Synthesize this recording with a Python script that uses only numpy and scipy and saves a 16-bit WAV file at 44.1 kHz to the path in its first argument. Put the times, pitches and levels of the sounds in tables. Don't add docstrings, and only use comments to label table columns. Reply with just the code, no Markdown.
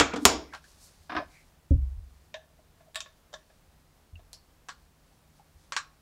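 import sys
import numpy as np
from scipy import signal
from scipy.fft import rfft, irfft, next_fast_len
from scipy.io import wavfile
from scipy.ndimage import uniform_filter1d, map_coordinates

SR = 44100
rng = np.random.default_rng(int(sys.argv[2]) if len(sys.argv) > 2 else 0)


def int16_out(signal):
    q = np.round(np.clip(np.atleast_2d(signal).T, -1, 1) * 32767)
    wavfile.write(sys.argv[1], SR, q.astype(np.int16))


N = 265041


def amp(db):
    return 10 ** (np.asarray(db) / 20)


def unit(x):
    return x / np.sqrt(np.mean(x ** 2) + 1e-20)


def along(points, hz):
    point_hz, value = np.transpose(points)
    return np.interp(np.log(hz + 1), np.log(point_hz), value)


def filtered(x, response):
    size = next_fast_len(len(x) + SR // 4)
    spectrum = rfft(x, size) * response(np.fft.rfftfreq(size, 1 / SR))
    return irfft(spectrum, size)[:len(x)]


def causal(gain):
    cepstrum = irfft(np.log(np.maximum(gain, 1e-6)))
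    half = len(cepstrum) // 2
    cepstrum[1:half] *= 2
    cepstrum[half + 1:] = 0
    return np.exp(rfft(cepstrum))


def noise(spectrum):
    white = rng.standard_normal(N)
    return unit(filtered(white, lambda hz: amp(along(spectrum, hz))))


def wobble(rate_hz):
    knots = rng.standard_normal(int(N * rate_hz / SR) + 4)
    return map_coordinates(knots, [np.arange(N) * rate_hz / SR])


def swell(time_s, half_s):
    return np.exp(-((np.arange(N) / SR - time_s) / half_s) ** 2)


def add(track, time_s, sound):
    part = track[max(0, round(time_s * SR)):][:len(sound)]
    part += sound[:len(part)]


# (frequency [Hz], level [dB])
AIR_SPECTRUM = [(10, -12.5), (28, -5), (80, -6.5), (120, -17), (160, -14.5), (200, -17), (400, -22.5),
                (760, -23), (1300, -27), (2200, -31), (6000, -36), (15500, -39)]


def room_tone():
    hum_hz = 153.0
    hum = np.sin(2 * np.pi * hum_hz * np.arange(N) / SR + 0.35 * wobble(5))
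    air_gain = amp(-62.0 + 0.47 * wobble(10))
    air = air_gain * noise(AIR_SPECTRUM)
    hum_gain = amp(-70.5 + 1.5 * wobble(4))
    return air + hum_gain * hum


# (frequency [Hz], level [dB])
SKIN_SPECTRUM = [(150, -21.5), (400, -4), (1100, -2.5), (2900, -5), (4400, 1.5), (9900, -5.5),
                 (15500, -19.5)]
# (time [s], half length [s], level [dB])
RUB_STROKES = [(0.28, 0.068, -50.5), (0.553, .03, -61.5), (0.691, .04, -62), (0.842, .04, -55.5),
               (0.873, 0.23, -64.5), (1.373, 0.081, -66.5), (2.206, .1, -81), (3.521, 0.0654, -75),
               (4.799, .06, -82), (5.09, .07, -82), (5.385, 0.038, -70.5), (5.631, .06, -73.5)]
HOLD_DB = -79


def rubbing():
    motion = amp(HOLD_DB) + sum(amp(db) * swell(time_s, half_s) for time_s, half_s, db in RUB_STROKES)
    stroke = motion * amp(1.1 * wobble(27) + 1.0 * wobble(400))
    swish_from_db = -56.5
    swish_share = 1 / (1 + (amp(swish_from_db) / motion) ** 2)
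    swish = noise([(2500, -39), (4200, 0.0), (8000, 1), (12000, -5.5), (15500, -16.0)])
    return stroke * ((1 - swish_share) * noise(SKIN_SPECTRUM) + swish_share * swish)


# (frequency [Hz], t60 [s])
ROOM_DECAY = [(100, .3), (300, 0.42), (1000, 0.34), (2500, 0.31), (5500, 0.33), (9000, 0.17), (15000, .15)]


def crack(contact_t60_s, near_db, near_t60_s, room_db):
    t = np.arange(SR) / SR
    bite = 1 - np.exp(-t / (.08 * contact_t60_s))
    burst = unit(rng.standard_normal(SR) * bite * amp(-60 * t / contact_t60_s))
    near = unit(rng.standard_normal(SR) * bite * amp(-60 * t / near_t60_s) * (t > .002))

    band_hz, age_s, bands = signal.stft(rng.standard_normal(SR), SR, nperseg=256)
    decay = amp(-60 * age_s / along(ROOM_DECAY, band_hz)[:, None])
    tail = signal.istft(bands * decay, SR, nperseg=256)[1][:SR]
    tail = unit(tail * (1 - np.exp(-t / 0.0017)))

    echoes = rfft(amp(near_db) * near + amp(room_db) * tail)
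    dull_hz = 9500
    spectrum = rfft(burst) + echoes / np.sqrt(1 + (np.fft.rfftfreq(SR, 1 / SR) / dull_hz) ** 4)

    power = uniform_filter1d(uniform_filter1d(np.abs(spectrum) ** 2, size=300), size=300)
    return spectrum / causal(np.sqrt(np.abs(power)))


WEIGHT_BELOW_HZ = 810


def contacts(rows, modes, body, near_db, near_t60, room_db, detune, node_db):
    track, hz = np.zeros(N), np.fft.rfftfreq(SR, 1 / SR)
    peaks = 0
    for mode_hz, width_hz, db in modes:
        resonance = amp(db) ** 2 / (1 + (2 * (hz - mode_hz) / width_hz) ** 2)
        skirt = (2 * hz * mode_hz / (hz ** 2 + mode_hz ** 2)) ** 2
        peaks = peaks + resonance * skirt
    ring = np.sqrt(peaks + amp(along(body, hz)) ** 2)
    bass = 1 / (1 + (hz / WEIGHT_BELOW_HZ) ** 4)
    khz, attack = hz / 1000, SR // 50
    for time_s, db, weight_db, softness_db_per_khz, contact_t60_s, node_hz in rows:
        grip = 1 + detune * rng.standard_normal()
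        hollow = amp(node_db * np.exp(-((hz / node_hz - 1) / 0.15) ** 2))
        force = amp(weight_db * bass - softness_db_per_khz * khz)
        response = causal(force * hollow * np.interp(hz * grip, hz, ring))
        blow = irfft(response * crack(contact_t60_s, near_db, near_t60, room_db))
        add(track, time_s, amp(db) * blow[:SR // 2] / blow[:attack].std())
    return track


# (time [s], level [dB], weight [dB], softness [dB/kHz], contact t60 [s], node [Hz])
COVER_BLOWS = [(0.0, -18.5, -6.5, 1.42, 0.008, 1080), (0.006, -19, -6, 3.5, 0.064, 1084),
               (0.135, -30.5, 10, 2.5, 0.039, 1670), (0.158, -33.5, 3, 2.12, .06, 2430),
               (0.2527, -10.5, 0.5, 0.25, .006, 539.1)]
# (frequency [Hz], width [Hz], level [dB])
COVER_MODES = [(296, 53, 2), (459, 33, 0), (653, 24, -1.5), (778.5, 83, -6.5), (954, 24, -1.5),
               (1044, 29, -2), (1161, 26, 0), (1275, 30, -2.5), (1417, 34, -2.5), (1644, 33, -5.5),
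               (1790, 18, -5.5), (2310, 58, -6.5), (2620, 120, -9.5), (3310, 300, -7), (4700, 180, -11),
               (5500, 320, -8.5), (7180, 800, -5.5), (12850, 500, -17)]
# (frequency [Hz], level [dB])
COVER_DENSE = [(40, -44), (130, -19.5), (240, -6.5), (1400, -9.5), (6500, -10.5), (9500, -14.5),
               (11000, -24), (15500, -28)]


def cover():
    return contacts(COVER_BLOWS, COVER_MODES, COVER_DENSE,
                    near_db=-3.0, near_t60=.06, room_db=-7.0, detune=0.012, node_db=-4.5)


# (time [s], level [dB], contact time [s])
BENCH_BUMPS = [(0.002, -33, 0.0055), (0.255, -31, 0.0073), (0.362, -38, 0.014), (0.999, -51, 0.014),
               (1.161, -42, 0.0087), (1.7071, -17.5, 0.0053), (1.7111, -30.5, 0.0023),
               (1.7323, -13.5, 0.011), (1.8255, -24, 0.0146), (1.969, -26, 0.017), (4.127, -41.5, .011),
               (4.149, -42.5, 0.013), (5.55, -47, 0.014)]
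# (frequency [Hz], level [dB], t60 [s])
BENCH_MODES = [(42.8, -14.5, .6), (65.83, -7, .72), (78.3, 3, 0.2), (85.7, -6.5, 0.53), (118, -3, .26),
               (167, -12.5, .35), (213, 5.5, .06), (277, 7, .155), (543, 4, .12)]
# (frequency [Hz], level [dB])
WOOD_DENSE = [(40, -11.5), (100, -4), (300, -2.5), (400, -12), (570, -8), (650, -26.5), (1200, -35),
              (4000, -80.5)]


def bench():
    track, t = np.zeros(N), np.arange(SR) / SR
    boom = sum(amp(db - 60 * t / t60_s) * np.cos(2 * np.pi * hz * t) for hz, db, t60_s in BENCH_MODES)
    thud_db, thud_t60_s = -1, .16
    for time_s, db, contact_s in BENCH_BUMPS:
        thud = amp(thud_db - 60 * t / thud_t60_s) * noise(WOOD_DENSE)[:SR]
        push = np.sin(np.pi * np.minimum(t / contact_s, 1)) ** 2
        thump = signal.fftconvolve(boom + thud, push / push.sum())[:SR]
        add(track, time_s, amp(db) * thump)
    return track


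# (time [s], half length [s], pitch [Hz], level [dB])
PLASTIC_DRAGS = [(0.142, .032, 1420, -43), (0.139, 0.018, 2320, -41.5), (0.192, 0.014, 284, -34),
                 (0.233, .018, 272, -32), (0.511, 0.063, 2110, -64), (0.538, 0.0091, 1630, -43.5),
                 (1.212, 0.023, 636, -39), (1.368, 0.054, 2205, -61), (2.884, 0.019, 650, -60)]
DRAG_WIDTH = 0.21


def drags():
    track = np.zeros(N)
    for time_s, half_s, pitch_hz, db in PLASTIC_DRAGS:
        stroke = swell(time_s, half_s)
        white = rng.standard_normal(N)
        judder = stroke * filtered(white, lambda hz: 1 / (1 + (2 * (hz / pitch_hz - 1) / DRAG_WIDTH) ** 2))
        track += amp(db) * unit(judder) * np.sqrt(np.mean(stroke ** 2))
    return track


# (time [s], level [dB], weight [dB], softness [dB/kHz], contact t60 [s], node [Hz])
GRIP_SNAPS = [(0.535, -43.5, 18, 1.4, 0.026, 480), (0.547, -44, 14, 1.1, 0.021, 480),
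              (0.642, -64, -15, -1, 0.0044, 1360), (4.686, -43, 23, -0.73, 0.004, 570),
              (4.692, -43, -15, 2, 0.0056, 2425), (5.722, -35, 9, .2, 0.0068, 746),
              (5.7648, -27.5, 3, .2, 0.011, 682)]
# (frequency [Hz], width [Hz], level [dB])
GRIPPED_MODES = [(1110, 42, 1.5), (1406, 21, 0), (1637, 47, 3), (2596, 43, -6.5), (3300, 79, -14),
                 (3680, 40, -23.5), (4260, 180, -8.5), (4540, 45, -22), (5650, 110, -8), (7590, 84, -25),
                 (8860, 500, -21.5)]
# (frequency [Hz], level [dB])
GRIPPED_DENSE = [(100, -65), (330, -58), (450, -27), (700, -16), (1100, -6), (3000, -11.5), (7700, -15),
                 (10500, -48), (15500, -43.5)]


def firm_casing():
    return contacts(GRIP_SNAPS, GRIPPED_MODES, GRIPPED_DENSE,
                    near_db=0.5, near_t60=.12, room_db=-14, detune=0.0195, node_db=-13)


# (time [s], level [dB], pitch [Hz], t60 [s])
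SPRING_TICKS = [(0.641, -51.5, 1684, 0.11), (4.156, -45.5, 2717, 0.052), (5.396, -49.5, 828, .09)]
TICK_RISE_S, TICK_WAVER_RAD = 0.00033, 1


def ticks():
    track, t = np.zeros(N), np.arange(N) / SR
    for time_s, db, pitch_hz, t60_s in SPRING_TICKS:
        ring = np.sin(2 * np.pi * pitch_hz * t + TICK_WAVER_RAD * wobble(205))
        add(track, time_s, ring * amp(db - 60 * t / t60_s) * (1 - np.exp(-t / TICK_RISE_S)))
    return track


# (time [s], level [dB], weight [dB], softness [dB/kHz], contact t60 [s], node [Hz])
PIECE_SKITTERS = [(1.094, -38, -7.5, 1.1, 0.048, 5500), (1.118, -36, -3, 1.8, .027, 5660),
                  (1.149, -33, 1.5, 1.3, .025, 485), (1.165, -28.5, -8, 1.3, .01, 590),
                  (1.172, -41, 16.5, 8, 0.11, 619)]
# (frequency [Hz], width [Hz], level [dB])
PIECE_MODES = [(310, 81, -4.5), (727, 49, 0.5), (1038, 58, -0.5), (1248, 31, -2.5), (1565, 35, -2.5),
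               (1718, 39, -3.5), (2490, 38, -13.5), (3750, 44, -14), (4130, 42, -27), (5170, 62, -17)]
# (frequency [Hz], level [dB])
PIECE_DENSE = [(40, -27.5), (200, -55), (1000, -11.5), (2000, -16.5), (5700, -27.5), (7000, -44),
               (15500, -53.5)]


def piece():
    return contacts(PIECE_SKITTERS, PIECE_MODES, PIECE_DENSE,
                    near_db=3.5, near_t60=0.15, room_db=-11.5, detune=0.016, node_db=-0.5)


# (time [s], level [dB], weight [dB], softness [dB/kHz], contact t60 [s], node [Hz])
FINGER_CLICKS = [(2.341, -39, -23.5, 3.55, 0.014, 1285), (2.585, -61.5, 6, 10, 0.047, 540),
                 (2.803, -59.5, 0, 3.5, 0.027, 510), (2.946, -49, -32, 0.04, .0064, 5900),
                 (2.957, -34, -30.5, 0, 0.0059, 6200), (3.005, -39, -42, 0.58, 0.0047, 1920),
                 (3.06, -53.5, -20, 4, 0.0068, 717), (3.329, -49.5, -6, 1.1, 0.013, 2520),
                 (3.338, -42, -18, 1.85, 0.015, 2527), (3.498, -63, -14, 6, 0.035, 1073),
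                 (4.193, -60.5, 5, 3, 0.0069, 566)]
# (frequency [Hz], width [Hz], level [dB])
CASING_MODES = [(619.5, 25.3, 22), (1087, 35, 4.5), (1370, 46, -8), (1705, 74, 2), (2520, 380, -6.5),
                (3157, 140, -6), (3634, 200, 0.5), (5404, 350, -14), (5800, 1000, -6), (6980, 290, -6.5)]
# (frequency [Hz], level [dB])
CASING_DENSE = [(100, -53), (470, -38), (700, -11), (3000, -23), (7500, -11.5), (11500, -41), (14000, -51)]


def loose_casing():
    return contacts(FINGER_CLICKS, CASING_MODES, CASING_DENSE,
                    near_db=0, near_t60=0.1, room_db=-12.0, detune=0.021, node_db=-18)


# (time [s], level [dB], weight [dB], softness [dB/kHz], contact t60 [s], node [Hz])
NAIL_FLICK = [(4.331, -47.5, -12.5, .5, .003, 7400)]
# (frequency [Hz], width [Hz], level [dB])
EDGE_MODES = [(645, 87, -10), (4367, 361, -5), (5450, 700, -10.5), (11000, 2000, -29)]
# (frequency [Hz], level [dB])
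EDGE_DENSE = [(100, -41), (600, -13), (2800, -34), (7000, -14.5), (11800, -16), (13000, -30), (15500, -33)]


def fingernail():
    return contacts(NAIL_FLICK, EDGE_MODES, EDGE_DENSE,
                    near_db=0.5, near_t60=0.125, room_db=-12.0, detune=0.0075, node_db=-0.5)


def scene():
    background = room_tone() + rubbing()
    plastic = cover() + firm_casing() + piece() + loose_casing() + fingernail()
    return (background + plastic + bench() + drags() + ticks())[None]


TOP_HZ, EDGE_HZ = 15800, 400


def record(dry):
    low_cut_hz = 28
    lean = signal.sosfilt(signal.butter(2, low_cut_hz, "high", fs=SR, output="sos"), dry[0])
    clipped = np.clip(lean, -1, 1)
    return filtered(clipped, lambda hz: np.clip((TOP_HZ - hz) / EDGE_HZ + .5, 0, 1))[None]


dry = scene()
out = record(dry)
int16_out(out)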